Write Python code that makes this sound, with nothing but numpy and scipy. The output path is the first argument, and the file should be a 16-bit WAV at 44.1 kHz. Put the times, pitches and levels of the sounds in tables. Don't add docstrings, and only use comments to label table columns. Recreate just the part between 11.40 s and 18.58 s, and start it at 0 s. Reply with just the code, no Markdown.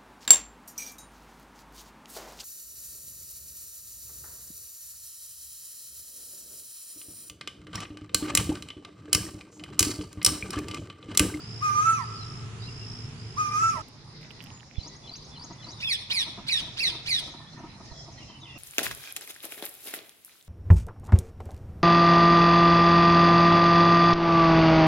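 import sys
import numpy as np
from scipy import signal
from scipy.fft import rfft, irfft
from scipy.io import wavfile
from scipy.ndimage import uniform_filter1d

SR = 44100
rng = np.random.default_rng(int(sys.argv[2]) if len(sys.argv) > 2 else 0)


def log_audio(samples):
    frames = np.atleast_2d(samples).T
    limited = np.clip(frames, -1, 1)
    pcm = np.round(limited * 32767).astype(np.int16)
    wavfile.write(sys.argv[1], SR, pcm)


N = 316638
T = np.arange(N) / SR
CUT_S = 2.418

# start in seconds, length in seconds, level in dB halfway through.
BUZZES = [(-.03, 0.45, -45), (0.587, 0.52, -47), (1.179, 0.59, -46), (1.744, 0.76, -48), (2.422, 0.14, -53),
          (2.643, 0.33, -60), (2.98, 0.31, -61)]
BUZZ_FROM_HZ, BUZZ_TO_HZ, BUZZ_RISE_S = 4600, 5260, 0.1
BUZZ_HALF_WIDTH_HZ, TRILL_HZ, TRILL_DEPTH = 250, 58, 0.6
BUZZ_ATTACK_S, BUZZ_RELEASE_S, BUZZ_SWELL_DB_PER_S, BUZZ_REST_DB = 0.043, 0.25, 15, -89

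# frequency in Hz, relative dB per Hz.
AIR_1 = [(12, -76), (20, -11), (49, -12.5), (115, -1), (289, -16.5), (439, -13.5), (541, -29), (667, -24),
         (1350, -22), (1580, -26.5), (2900, -24), (3900, -29), (7200, -31), (8300, -39.5), (10300, -38),
         (10900, -77), (22000, -120)]
# frequency in Hz, relative dB per Hz.
BACKGROUND_2 = [(12, -37), (20, -8), (139, 1.5), (474, -13), (937, -12), (1580, -20), (2000, -18),
                (3120, -23.5), (4050, -15), (4500, -18), (5130, -11.5), (7400, -27.5), (8220, -41),
                (9120, -29), (10400, -42.5), (13500, -111), (22000, -120)]
AIR_1_DB, BACKGROUND_2_DB = -43.5, -50
# time in seconds, gain in dB.
AIR_SWELL = [(0, -0.5), (1, 0.5), (1.7, -0.5), (1.85, -1.5), (2.41, 0.5), (2.42, 1), (3.3, 1), (4.2, 2.5),
             (7.18, 2)]
# frequency in Hz, left-right likeness (1 is the same).
AIR_LIKENESS = [(25, 0.43), (60, 0.92), (125, 0.88), (300, 0.84), (700, 0.58), (1500, 0.11), (5000, 0),
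                (15000, .0)]
# frequency in Hz, left-right difference in dB.
AIR_LEAN = [(60, -1), (180, -1), (550, 0.5), (1650, -6), (4970, 0), (15000, -2.5)]

IDLE_HZ = 22.49
# multiple of the firing rate, level in dB rms before its waver.
IDLE_ORDERS = [(4, -62), (5, -45), (6, -53.5), (7, -56), (8, -58.5), (10, -62), (11, -61)]
# time in seconds, firing rate in Hz.
ENGINE_SPEED = [(2.4, 29), (2.9, 30), (4.2, 30), (4.8, 24.5), (5.6, 25), (6.1, 31.5), (6.5, 30.5), (7, 27)]
# multiple of the firing rate, level in dB rms before its waver.
ENGINE_ORDERS = [(3, -71.5), (4, -58.5), (5, -58), (7, -71), (8, -71)]

# time in seconds, level in dB, left-right difference in dB, lag of the right side in ms.
KOEL_CALLS = [
    [(0.203, -61, -11, 0.05), (0.228, -30, 5, 0.24), (0.26, -25.5, 0, 0.27), (0.288, -29, -10.5, 0.21),
     (0.31, -29.5, -7, 0.68), (0.345, -32, -7, 0.25), (0.39, -23.5, -6, 0.24), (0.43, -27, 8.5, 0.27),
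     (0.447, -28.5, -6, 0.36), (0.468, -24, -6, 0.044), (0.5, -23, -7.5, 0.08), (0.53, -29.5, -10, 0.089),
     (0.55, -28.5, 0, 0.28), (0.58, -35.5, -8, 0.33), (0.612, -38, -11, 0.049), (0.653, -54, 15, 0.14)],
    [(1.96, -58, -32, 0.24), (1.982, -30.5, 3, 0.25), (2.012, -24.5, 0, 0.25), (2.045, -35, -8, 0.21),
     (2.075, -34, -7, 0.3), (2.11, -38.5, 3, 0.083), (2.145, -32, -9, 0.14), (2.185, -24.4, -1, 0.29),
     (2.207, -28.5, 0.3, 0.56), (2.238, -24.5, -4.5, 0.13), (2.28, -27, -5, 0.1),
     (2.303, -27.5, -0.4, 0.34), (2.335, -37.5, -13, 0.42), (2.375, -40.5, -9, 0.031),
     (2.41, -45, -5.5, 0.14)],
]
# offset in seconds, pitch in Hz.
KOEL_TUNE = [(0, 850), (.012, 1120), (.03, 1258), (.135, 1186), (.2, 1228), (.275, 1328), (.32, 1330),
             (.36, 1265), (.43, 890), (.45, 860)]
KOEL_PARTIALS = [(1, 0), (1, -1), (1, 1), (2, 0), (2, -1), (3, 0), (4, 1), (5, 0), (5, -1), (5, 1), (6, 0),
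                 (6, -1), (8, 0), (8, 1), (9, 0), (10, 0), (11, 0)]
KOEL_PARTIAL_DB = [5, -30, -28, -23, -29, -27, -23, -20, -29, -28, -29, -36, -32, -44, -40, -33, -38]
# frequency in Hz, gain in dB.
KOEL_THROAT = [(500, -3.5), (2800, -0.5), (3300, -14), (4650, -22), (5100, -7), (5700, 3), (16000, -9)]
# frequency in Hz, relative dB per Hz.
KOEL_BREATH = [(300, -41), (1500, 16.5), (2400, 13.5), (3500, 5), (5000, 14), (6500, -76), (8200, 9.5),
               (9200, -1), (10500, 11.5), (11500, -10), (14000, -6), (16000, -45)]
FLUTTER_HZ, FLUTTER_RISE = 335, 0.68
CLEAR_AT_DB, STRAINED_AT_DB = 7, -47.5
OCTAVE_LIFT = 1.5
# delay in seconds, left level in dB, right level in dB.
KOEL_ECHOES = [(.07, -19, -17), (.112, -20, -20)]
ECHO_SMEAR_S = 0.02

# start in seconds, length in seconds, first pitch in Hz, last pitch in Hz, level in dB.
WHISTLES = [(0.67, 0.1, 2320, 1700, -65), (0.72, 0.14, 5200, 3600, -49.5), (1.217, 0.028, 3700, 4100, -45),
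            (1.243, 0.023, 4300, 4000, -42.5), (1.27, 0.026, 2850, 2700, -51),
            (1.399, .07, 2800, 2700, -54), (2.34, 0.074, 590, 660, -45.5), (3.09, 0.115, 6500, 7100, -55),
            (2.845, 0.015, 3650, 3650, -57), (2.62, 0.61, 2200, 1740, -63), (3.417, 0.22, 1960, 1980, -63),
            (4.04, 0.33, 1900, 2160, -64), (4.272, 0.19, 4050, 3400, -49.5), (5.822, 0.31, 1900, 1740, -61),
            (6.053, 0.067, 3170, 3800, -54), (6.15, 0.067, 1840, 1800, -56), (6.271, 0.11, 4000, 4070, -56),
            (6.119, 0.023, 4600, 4000, -48.5), (6.4, 0.26, 1780, 2000, -59.5),
            (6.56, 0.066, 5000, 5300, -49), (6.47, 0.028, 4720, 4600, -55), (6.505, 0.041, 4320, 3820, -53),
            (6.523, 0.12, 3320, 3330, -53.5), (6.762, 0.032, 4200, 4180, -53.5),
            (6.762, 0.042, 1950, 1950, -53.5), (5.4, 0.1, 1850, 1850, -53), (6.784, 0.02, 4200, 3200, -51),
            (6.915, 0.028, 4250, 4000, -63.5), (6.77, 0.076, 3350, 2650, -52),
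            (6.858, 0.14, 3185, 2930, -55), (6.84, 0.15, 2110, 1900, -62), (6.839, 0.14, 2570, 2780, -55.5),
            (7.008, 0.043, 3950, 3300, -48), (7.049, 0.0344, 3260, 2400, -45),
            (7.068, 0.15, 2800, 2640, -49.5), (7.033, 0.15, 2100, 1920, -58),
            (7.085, 0.039, 3650, 3270, -50), (5.96, .04, 3950, 4000, -46.5)]

# start in seconds, ring drive in dB, ring pitch in Hz, crack drive in dB.
TICKS = [(2.483, -51, 2240, -48.5), (2.5072, -34, 4470, -82), (2.813, -32, 2430, -57),
         (2.83, -29, 2460, -59), (2.848, -28, 2300, -70), (2.9066, -22, 2800, -59),
         (2.9112, -23, 2750, -55), (2.9936, -32, 2900, -74), (3.005, -19, 2720, -74),
         (3.0114, -24, 3100, -58), (3.025, -33, 3000, -46), (3.039, -33, 2300, -40),
         (3.0612, -27, 2900, -56), (3.0702, -26, 2860, -70), (3.1035, -25, 2850, -68),
         (3.1757, -32, 2800, -75), (3.199, -30, 2950, -76), (3.207, -27, 3000, -76),
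         (3.2308, -29, 1800, -74), (3.312, -28, 2270, -70), (3.357, -30, 2350, -69),
         (3.731, -39, 4590, -54), (3.755, -28, 2600, -64.5), (3.765, -39, 2550, -70),
         (3.7753, -42, 4070, -56), (3.8294, -32, 4790, -61)]
TICK_PAN_DB = -17

# offset in seconds, length in seconds, first pitch in Hz, last pitch in Hz, dB before the gain below.
PHRASE = [(0, .03, 3480, 3480, -66), (.022, .022, 3500, 3450, -59), (.038, .028, 3350, 2800, -63),
          (.043, .018, 4150, 3980, -58), (.061, .018, 4300, 3950, -52), (.085, .014, 4620, 4550, -55),
          (.104, .016, 4800, 4550, -51), (.112, .019, 4900, 5450, -57), (.127, .009, 5350, 6400, -54),
          (.132, .015, 6250, 6800, -55)]
# start in seconds, gain in dB.
SUNG = [(3.342, 11.5), (3.628, 12), (3.909, 12.5), (4.178, 11.5)]
WALL_ECHO_S, WALL_THIN_HZ = 0.086, 5200
WALL_ECHO_DB = [
    [-5],
    [-9],
]

# time in seconds, push in dB, width in seconds, left-right difference in dB.
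KNOCKS = [(3.385, -29, 0.0027, -34), (5.692, -45, 0.0064, -14), (6.52, -41, 0.0041, -21)]

# start in seconds, level in dB before the envelope.
RUSTLES = [(3.455, -42), (3.707, -43.5), (4.036, -43), (4.099, -37), (4.263, -38), (4.791, -42.5),
           (4.864, -39.5), (4.972, -34.5), (5.266, -41), (5.427, -46), (5.541, -39), (5.812, -43),
           (5.87, -39.5), (5.934, -39), (5.993, -41.5), (6.182, -38), (6.233, -35.5), (6.396, -41.5),
           (6.509, -43), (6.89, -44.5)]
# frequency in Hz, relative dB per Hz.
RUSTLE_BODY = [(150, -4.5), (330, 3), (500, -22), (680, -0.5), (810, -16.5), (950, 2), (1120, -11.5),
               (1290, -4), (1550, -27), (4000, -57), (16000, -83)]
RUSTLE_DECAY_S = 0.019
MORE_RUSTLES_DB, MORE_SPREAD_DB, MORE_FROM_S = -43, -2.5, 4.6

# start in seconds, rise in seconds, hold in seconds, fall in seconds, slide in seconds, top in Hz,
# knee in Hz, base level in dB, push on the rise in dB.
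SQUEALS = [(4.397, 0.035, 0.055, 0.041, 0.037, 2605, 1852, -24, -7),
           (4.694, 0.033, .013, 0.046, 0.055, 2540, 1970, -24.5, 8.5),
           (5.064, 0.035, 0.0066, 0.019, 0.086, 2594, 1977, -24.5, 1.5),
           (5.364, .042, 0.0095, 0.025, .07, 2716, 2130, -24, 1),
           (5.652, 0.035, 0.0078, 0.022, 0.09, 2510, 2092, -24.5, -1)]
# dB against the base level, hoarseness from 0 to 1, brightness in dB per octave.
SQUEAL_STAGES = [(-17.5, 0.97, -18), (-9, 0.43, -4.5), (-5, 0.2, -10.5), (-8.5, 0.65, 3.5),
                 (-6.5, 0.05, -3.5), (0.5, 0.1, -3.5), (-7, 0.25, -5.5), (-7, 0.23, -5.5)]
SQUEAL_START_HZ, SQUEAL_MID_RISE_HZ, SQUEAL_LATE_HZ, SQUEAL_END_HZ = 1100, 2000, 1670, 1430
MID_RISE_SHARE = 0.62
LATE_SHARE = 0.78
HOLD_SAG_DB_PER_S = 376
# frequency in Hz, gain in dB.
SQUEAL_THROAT = [(1500, -33), (2000, -15), (2600, -5), (3000, -3), (3800, 3), (4400, -0.5), (5100, -5.5),
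                 (5900, -7), (6500, -22), (7800, -24), (9500, -6), (11500, -29.5), (13000, -33),
                 (16000, -21)]
BREATH_CUT_HZ = 5500
# start in seconds, length in seconds, first pitch in Hz, last pitch in Hz, level in dB.
SECOND_VOICE = [(4.438, 0.056, 3650, 3230, -26)]
# delay in seconds, left level in dB, right level in dB.
SQUEAL_ECHOES = [(.085, -15, -15)]
SHADOW_HZ = 6500

# offset in seconds, length in seconds, first pitch in Hz, last pitch in Hz, dB before the gain below.
CHIPS = [(0, 0.031, 6760, 5720, -57), (.168, 0.03, 4280, 3980, -58)]
# start in seconds, gain in dB.
CHIPPED = [(5.91, 2.4), (6.177, 1), (6.447, 0.8), (6.717, 1.03), (6.999, 0)]

FAINT_HISS_DB, CUTOFF_HZ = -83, 15950


def amp(db):
    return 10 ** (np.asarray(db) / 20)


def rms_one(x):
    return x / np.sqrt(np.mean(x ** 2) + 1e-20)


def in_time(rows):
    s, *columns = np.transpose(rows)
    return [np.interp(T, s, c) for c in columns]


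def at_hz(points, hz):
    point_hz, value = np.array(points).T
    return np.interp(np.log(hz), np.log(point_hz), value)


def shaped(x, spectrum):
    hz = np.maximum(np.fft.rfftfreq(x.shape[-1], 1 / SR), 1)
    return irfft(rfft(x) * amp(at_hz(spectrum, hz)), x.shape[-1])


def lowpass(x, hz, order):
    return signal.lfilter(*signal.butter(order, hz, fs=SR), x)


def cycles_to_phase(hz):
    return 2 * np.pi * np.cumsum(hz, axis=-1) / SR


def drift(rate_hz, size=N):
    r = np.exp(-2 * np.pi * rate_hz / SR)
    settle = SR // 2
    noise = rng.standard_normal(size + settle)
    return rms_one(signal.lfilter([1], [1, -2 * r, r * r], noise)[settle:])


def one_call(rows, fade_s=0.012):
    s, *columns = np.transpose(rows)
    start = round(s[0] * SR)
    t = np.arange(start, round(s[-1] * SR)) / SR
    fade = np.clip(np.minimum(t - s[0], s[-1] - t) / fade_s, 0, 1)
    return start, fade, [np.interp(t, s, c) for c in columns]


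def place(x, pan_db, lag_s):
    left = np.interp(T + lag_s / 2, T, x) * amp(pan_db / 2)
    right = np.interp(T - lag_s / 2, T, x) * amp(-pan_db / 2)
    return np.array([left, right])


def narrow_noise(hz, half_width_hz):
    phase = cycles_to_phase(hz)
    low_noise = rng.standard_normal((2, N + SR))
    steep = signal.butter(3, half_width_hz, fs=SR, output="sos")
    a, b = signal.sosfilt(steep, low_noise)[:, SR:]
    return rms_one(a * np.cos(phase) + b * np.sin(phase))


def insects():
    hz = np.full(N, BUZZ_FROM_HZ, float)
    last_end_s = sum(BUZZES[-1][:2])
    level = amp(BUZZ_REST_DB) * (T < last_end_s)
    for s, length, db in BUZZES:
        age = T - s
        rising_hz = BUZZ_TO_HZ - (BUZZ_TO_HZ - BUZZ_FROM_HZ) * np.exp(-np.clip(age, 0, 2) / BUZZ_RISE_S)
        hz = np.where(age > 0, rising_hz, hz)
        gate = np.clip(np.minimum(age / BUZZ_ATTACK_S, (length - age) / BUZZ_RELEASE_S), 0, 1)
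        gate = gate * ((T < CUT_S) == (s < CUT_S))
        level = level + gate * amp(db + BUZZ_SWELL_DB_PER_S * np.clip(age - length / 2, -1, 1))
    trill_hz = TRILL_HZ * (1 + 0.042 * drift(2.1))
    throb = 1 + TRILL_DEPTH * np.sin(cycles_to_phase(trill_hz))
    return level * throb * np.array([narrow_noise(hz, BUZZ_HALF_WIDTH_HZ) for side in "LR"])


def background(spectrum, patchy_db):
    out = 0
    edges = 20 * 2 ** (np.arange(29) / 3)
    white = rng.standard_normal((2, 2, N))
    slow = [drift(5.7) for k in range(5)]
    for k, (low, high) in enumerate(zip(edges, edges[1:])):
        band = signal.butter(2, [low, high], "band", fs=SR, output="sos")
        mid, side = signal.sosfilt(band, white[k % 2])
        hz = np.sqrt(low * high)
        alike = np.clip(at_hz(AIR_LIKENESS, hz), -1, 1)
        lean_db = at_hz(AIR_LEAN, hz) / 2
        gain = amp(patchy_db * slow[k // 2 % 5]) * amp([[lean_db], [-lean_db]])
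        out = out + gain * (np.sqrt(1 + alike) * mid + np.sqrt(1 - alike) * side * [[1], [-1]])
    return rms_one(shaped(out, spectrum))


def engine(hz, orders, waver):
    phase = cycles_to_phase(hz + 0 * T)
    out = np.zeros(N)
    for order, db in orders:
        level = amp(db) * np.sqrt(2) * (1 + waver * drift(5.2))
        out += level * np.sin(round(order) * phase + waver * drift(6.5))
    return out


def koel(rough=0.45, rough_hz=25, jitter=0.05, strain_db=12, breath_db=-22):
    out = np.zeros(N)
    for rows in KOEL_CALLS:
        at, fade, (level_db, *_) = one_call(rows)
        size = len(fade)
        strain = (CLEAR_AT_DB - level_db) / (CLEAR_AT_DB - STRAINED_AT_DB)
        lift_db = strain_db * (2 * np.clip(strain, 0, 1) - 1)
        hz = np.interp(np.arange(size) / SR, *np.transpose(KOEL_TUNE))
        hz = uniform_filter1d(hz, size=500)
        main = cycles_to_phase(hz)
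        second = cycles_to_phase(FLUTTER_HZ + FLUTTER_RISE * (hz - 1195))
        shake = jitter * drift(120, size=size)
        breath = rms_one(shaped(rng.standard_normal(size), KOEL_BREATH))
        voice = amp(breath_db + lift_db) * breath
        for (harmonic, side), db in zip(KOEL_PARTIALS, KOEL_PARTIAL_DB):
            weak = harmonic + abs(side) > 1
            waver = 1 + rough * weak * drift(rough_hz, size=size)
            is_octave = harmonic == 2 and side == 0
            lift = abs(side) + OCTAVE_LIFT * is_octave
            throat_db = at_hz(KOEL_THROAT, harmonic * hz + side * FLUTTER_HZ)
            gain = np.sqrt(2) * amp(db + lift_db * lift + throat_db)
            voice += gain * waver * np.sin(harmonic * main + side * second + (harmonic - 1) * shake)
        out[at:at + size] += amp(level_db) * fade * voice
    return out


def outdoors(x, echoes, t60, wet_db, near_t60, near_db, dull_hz, far_dull_hz):
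    t = np.arange(2 * SR) / SR
    paths = np.zeros((2, len(t)))
    for seconds, db, hz in ((t60, wet_db, far_dull_hz), (near_t60, near_db, 18000)):
        decay = amp(-60 * t / seconds) * np.minimum(t / 0.0073, 1)
        tail = rng.standard_normal(paths.shape) * decay
        paths += amp(db) * lowpass(tail, hz, order=2) / np.sqrt(np.sum(tail[0] ** 2))
    for delay, *side_db in echoes:
        burst = rng.standard_normal(paths.shape) * np.exp(-((t - delay) / ECHO_SMEAR_S) ** 2)
        paths += amp(side_db)[:, None] * burst / np.sqrt(np.sum(burst[0] ** 2))
    paths = lowpass(paths, dull_hz, order=1)
    return signal.fftconvolve(x[None], paths, axes=1)[:, :N]


def whistles(rows, waver, waver_hz=70):
    out = np.zeros(N + SR)
    for s, length, from_hz, to_hz, db in rows:
        hz = np.linspace(from_hz, to_hz, round(length * SR))
        size, at = len(hz), round(s * SR)
        phase = cycles_to_phase(hz) + waver * drift(waver_hz, size=size)
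        envelope = signal.windows.tukey(size, 0.6)
        level = amp(db) * envelope * (1 + waver * drift(waver_hz, size=size))
        out[at:at + size] += level * np.sin(phase)
    return out[:N]


def ticks(cycles=1.4, crack_s=0.004):
    size = 800
    out, t = np.zeros((2, N)), np.arange(size) / SR
    for s, db, hz, crack_db in TICKS:
        at = round(s * SR)
        ring = amp(db) * np.sin(2 * np.pi * hz * t) * np.exp(-t * hz / cycles) * np.minimum(t * hz, 1)
        noise = rng.standard_normal(size + 1)
        crack = amp(crack_db) * (noise[1:] + 0.5 * noise[:-1])
        crack = crack * np.exp(-t / crack_s) * np.minimum(t / 0.0007, 1)
        out[:, at:at + size] += amp([[TICK_PAN_DB], [0]]) * (ring + crack)
    return out


def sing(phrase, times, waver):
    rows = []
    for s, gain_db in times:
        tune = rng.normal(1, 0.008)
        for offset, length, from_hz, to_hz, db in phrase:
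            rows.append((s + offset, length, from_hz * tune, to_hz * tune, db + gain_db))
    return whistles(rows, waver)


def wall(x):
    late = np.interp(T - WALL_ECHO_S, T, x, left=0)
    thin = signal.lfilter(*signal.butter(2, WALL_THIN_HZ, "high", fs=SR), late)
    return amp(WALL_ECHO_DB) * thin


def knocks(rebound=0.42):
    out = np.zeros((2, N))
    for s, db, width, pan_db in KNOCKS:
        push = np.exp(-((T - s) / width) ** 2)
        swing_back = rebound * np.exp(-((T - s - 0.9 * width) / (2.0 * width)) ** 2)
        out += amp([[db + pan_db / 2], [db - pan_db / 2]]) * (push - swing_back)
    return out


def rustles(alike=0.98):
    size = 5000
    out, t = np.zeros((2, N + size)), np.arange(size) / SR
    more_s = MORE_FROM_S + rng.random(size=16) * (N / SR - MORE_FROM_S)
    more_db = MORE_RUSTLES_DB + MORE_SPREAD_DB * rng.standard_normal(size=16)
    envelope = np.exp(-t / RUSTLE_DECAY_S) * np.minimum(t / 0.012, 1)
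    for s, db in [*RUSTLES, *zip(more_s, more_db)]:
        at = round(s * SR)
        mid, side = rng.standard_normal((2, size))
        stereo = mid + np.sqrt(1 - alike) * side * [[1], [-1]]
        out[:, at:at + size] += amp(db) * rms_one(shaped(stereo, RUSTLE_BODY)) * envelope
    return out[:, :N]


def squeal_shape(s, rise, hold, fall, slide, top_hz, knee_hz, db, push_db):
    steps = [0, MID_RISE_SHARE * rise, (1 - MID_RISE_SHARE) * rise, hold / 2, hold / 2, fall,
             LATE_SHARE * slide, (1 - LATE_SHARE) * slide]
    times = s + np.cumsum(steps)
    hz = [SQUEAL_START_HZ, SQUEAL_MID_RISE_HZ, top_hz, top_hz, top_hz, knee_hz, SQUEAL_LATE_HZ, SQUEAL_END_HZ]
    stage_db, hoarse, tilt_db = np.transpose(SQUEAL_STAGES)
    level_db = db + stage_db
    level_db[1] += push_db
    level_db[3] -= HOLD_SAG_DB_PER_S * hold
    return np.transpose([times, hz, level_db, hoarse, tilt_db])


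def squeals(hoarse_hz=500, jitter=0.6, breath=0.35, tremble_hz=120, grain=0.25):
    out = np.zeros(N)
    orders = np.arange(1, 9)[:, None]
    for squeal in SQUEALS:
        at, fade, (hz, level_db, hoarse, tilt_db) = one_call(squeal_shape(*squeal))
        size = len(hz)
        hoarse = np.clip(hoarse, 0, 1)
        unsteady = hoarse + grain * np.where(orders > 3, 1, 0.35)
        phase = cycles_to_phase(hz) + jitter * unsteady * drift(hoarse_hz, size=size)
        gains = amp(at_hz(SQUEAL_THROAT, orders * hz) + tilt_db * np.log2(orders))
        gains = gains * (orders * hz < SR / 2.2)
        gains /= np.sqrt(np.sum(gains ** 2, axis=0) / 2)
        tremble = np.array([drift(tremble_hz, size=size) for k in orders])
        waver = 1 + unsteady * np.sqrt(orders) * tremble
        voice = np.sum(gains * waver * np.sin(orders * phase), axis=0)
        breath_noise = shaped(rng.standard_normal(size), SQUEAL_THROAT)
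        voice += breath * hoarse * rms_one(lowpass(breath_noise, BREATH_CUT_HZ, order=2))
        out[at:at + size] += amp(level_db) * fade * voice
    return out


def first_place():
    swell_db = in_time(AIR_SWELL)[0]
    out = amp(AIR_1_DB + swell_db) * background(AIR_1, patchy_db=-0.07)
    out = out + place(engine(IDLE_HZ, IDLE_ORDERS, waver=0.52), -0.52, 0.00026)
    call = koel()
    lean_db, lag_ms = in_time([(s, pan, lag) for rows in KOEL_CALLS for s, db, pan, lag in rows])
    out = out + place(call, lean_db, lag_ms * 1e-3)
    out = out + outdoors(call, KOEL_ECHOES, t60=1.67, wet_db=-14, near_t60=0.12, near_db=-13,
                         dull_hz=14000, far_dull_hz=8600)
    birds = whistles([row for row in WHISTLES if row[0] < CUT_S], waver=0.65)
    out = out + place(birds, -1, 0.0001)
    return out + outdoors(birds, [], t60=0.3, wet_db=-8, near_t60=0.06, near_db=-2,
                          dull_hz=10500, far_dull_hz=7000)


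def second_place():
    swell_db = in_time(AIR_SWELL)[0]
    out = amp(BACKGROUND_2_DB + swell_db) * background(BACKGROUND_2, patchy_db=3.0)
    engine_hz = in_time(ENGINE_SPEED)[0]
    out = out + place(engine(engine_hz, ENGINE_ORDERS, waver=0.51), -1.0, 0.000081)
    birds = whistles([row for row in WHISTLES if row[0] >= CUT_S], waver=0.65)
    small = sing(PHRASE, SUNG, waver=0.3)
    near = squeals() + whistles(SECOND_VOICE, waver=0.25)
    chips = sing(CHIPS, CHIPPED, waver=0.25)
    out = out + amp(-2) * place(birds, 0, 0.00005)
    out = out + place(small, 2, -0.00002) + wall(small)
    left, right = place(near, -3.5, 0.00017)
    out = out + np.array([lowpass(left, SHADOW_HZ, order=1), right])
    out = out + outdoors(near, SQUEAL_ECHOES, t60=0.8, wet_db=-7.5, near_t60=0.04, near_db=-3,
                         dull_hz=10000, far_dull_hz=5500)
    out = out + place(chips, 4, 0)
    return out + outdoors(small + chips + amp(3) * birds, [], t60=0.7, wet_db=-6.5, near_t60=0.08, near_db=-9,
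                          dull_hz=10500, far_dull_hz=7000)


def scene():
    places = np.where(T < CUT_S, first_place(), second_place())
    return places + insects() + ticks() + knocks() + rustles()


def record(dry):
    hiss = amp(FAINT_HISS_DB) * rng.standard_normal(dry.shape)
    top_cut = signal.cheby2(12, 70, CUTOFF_HZ, fs=SR, output="sos")
    return signal.sosfilt(top_cut, dry + hiss)


dry = scene()
out = record(dry)
log_audio(out)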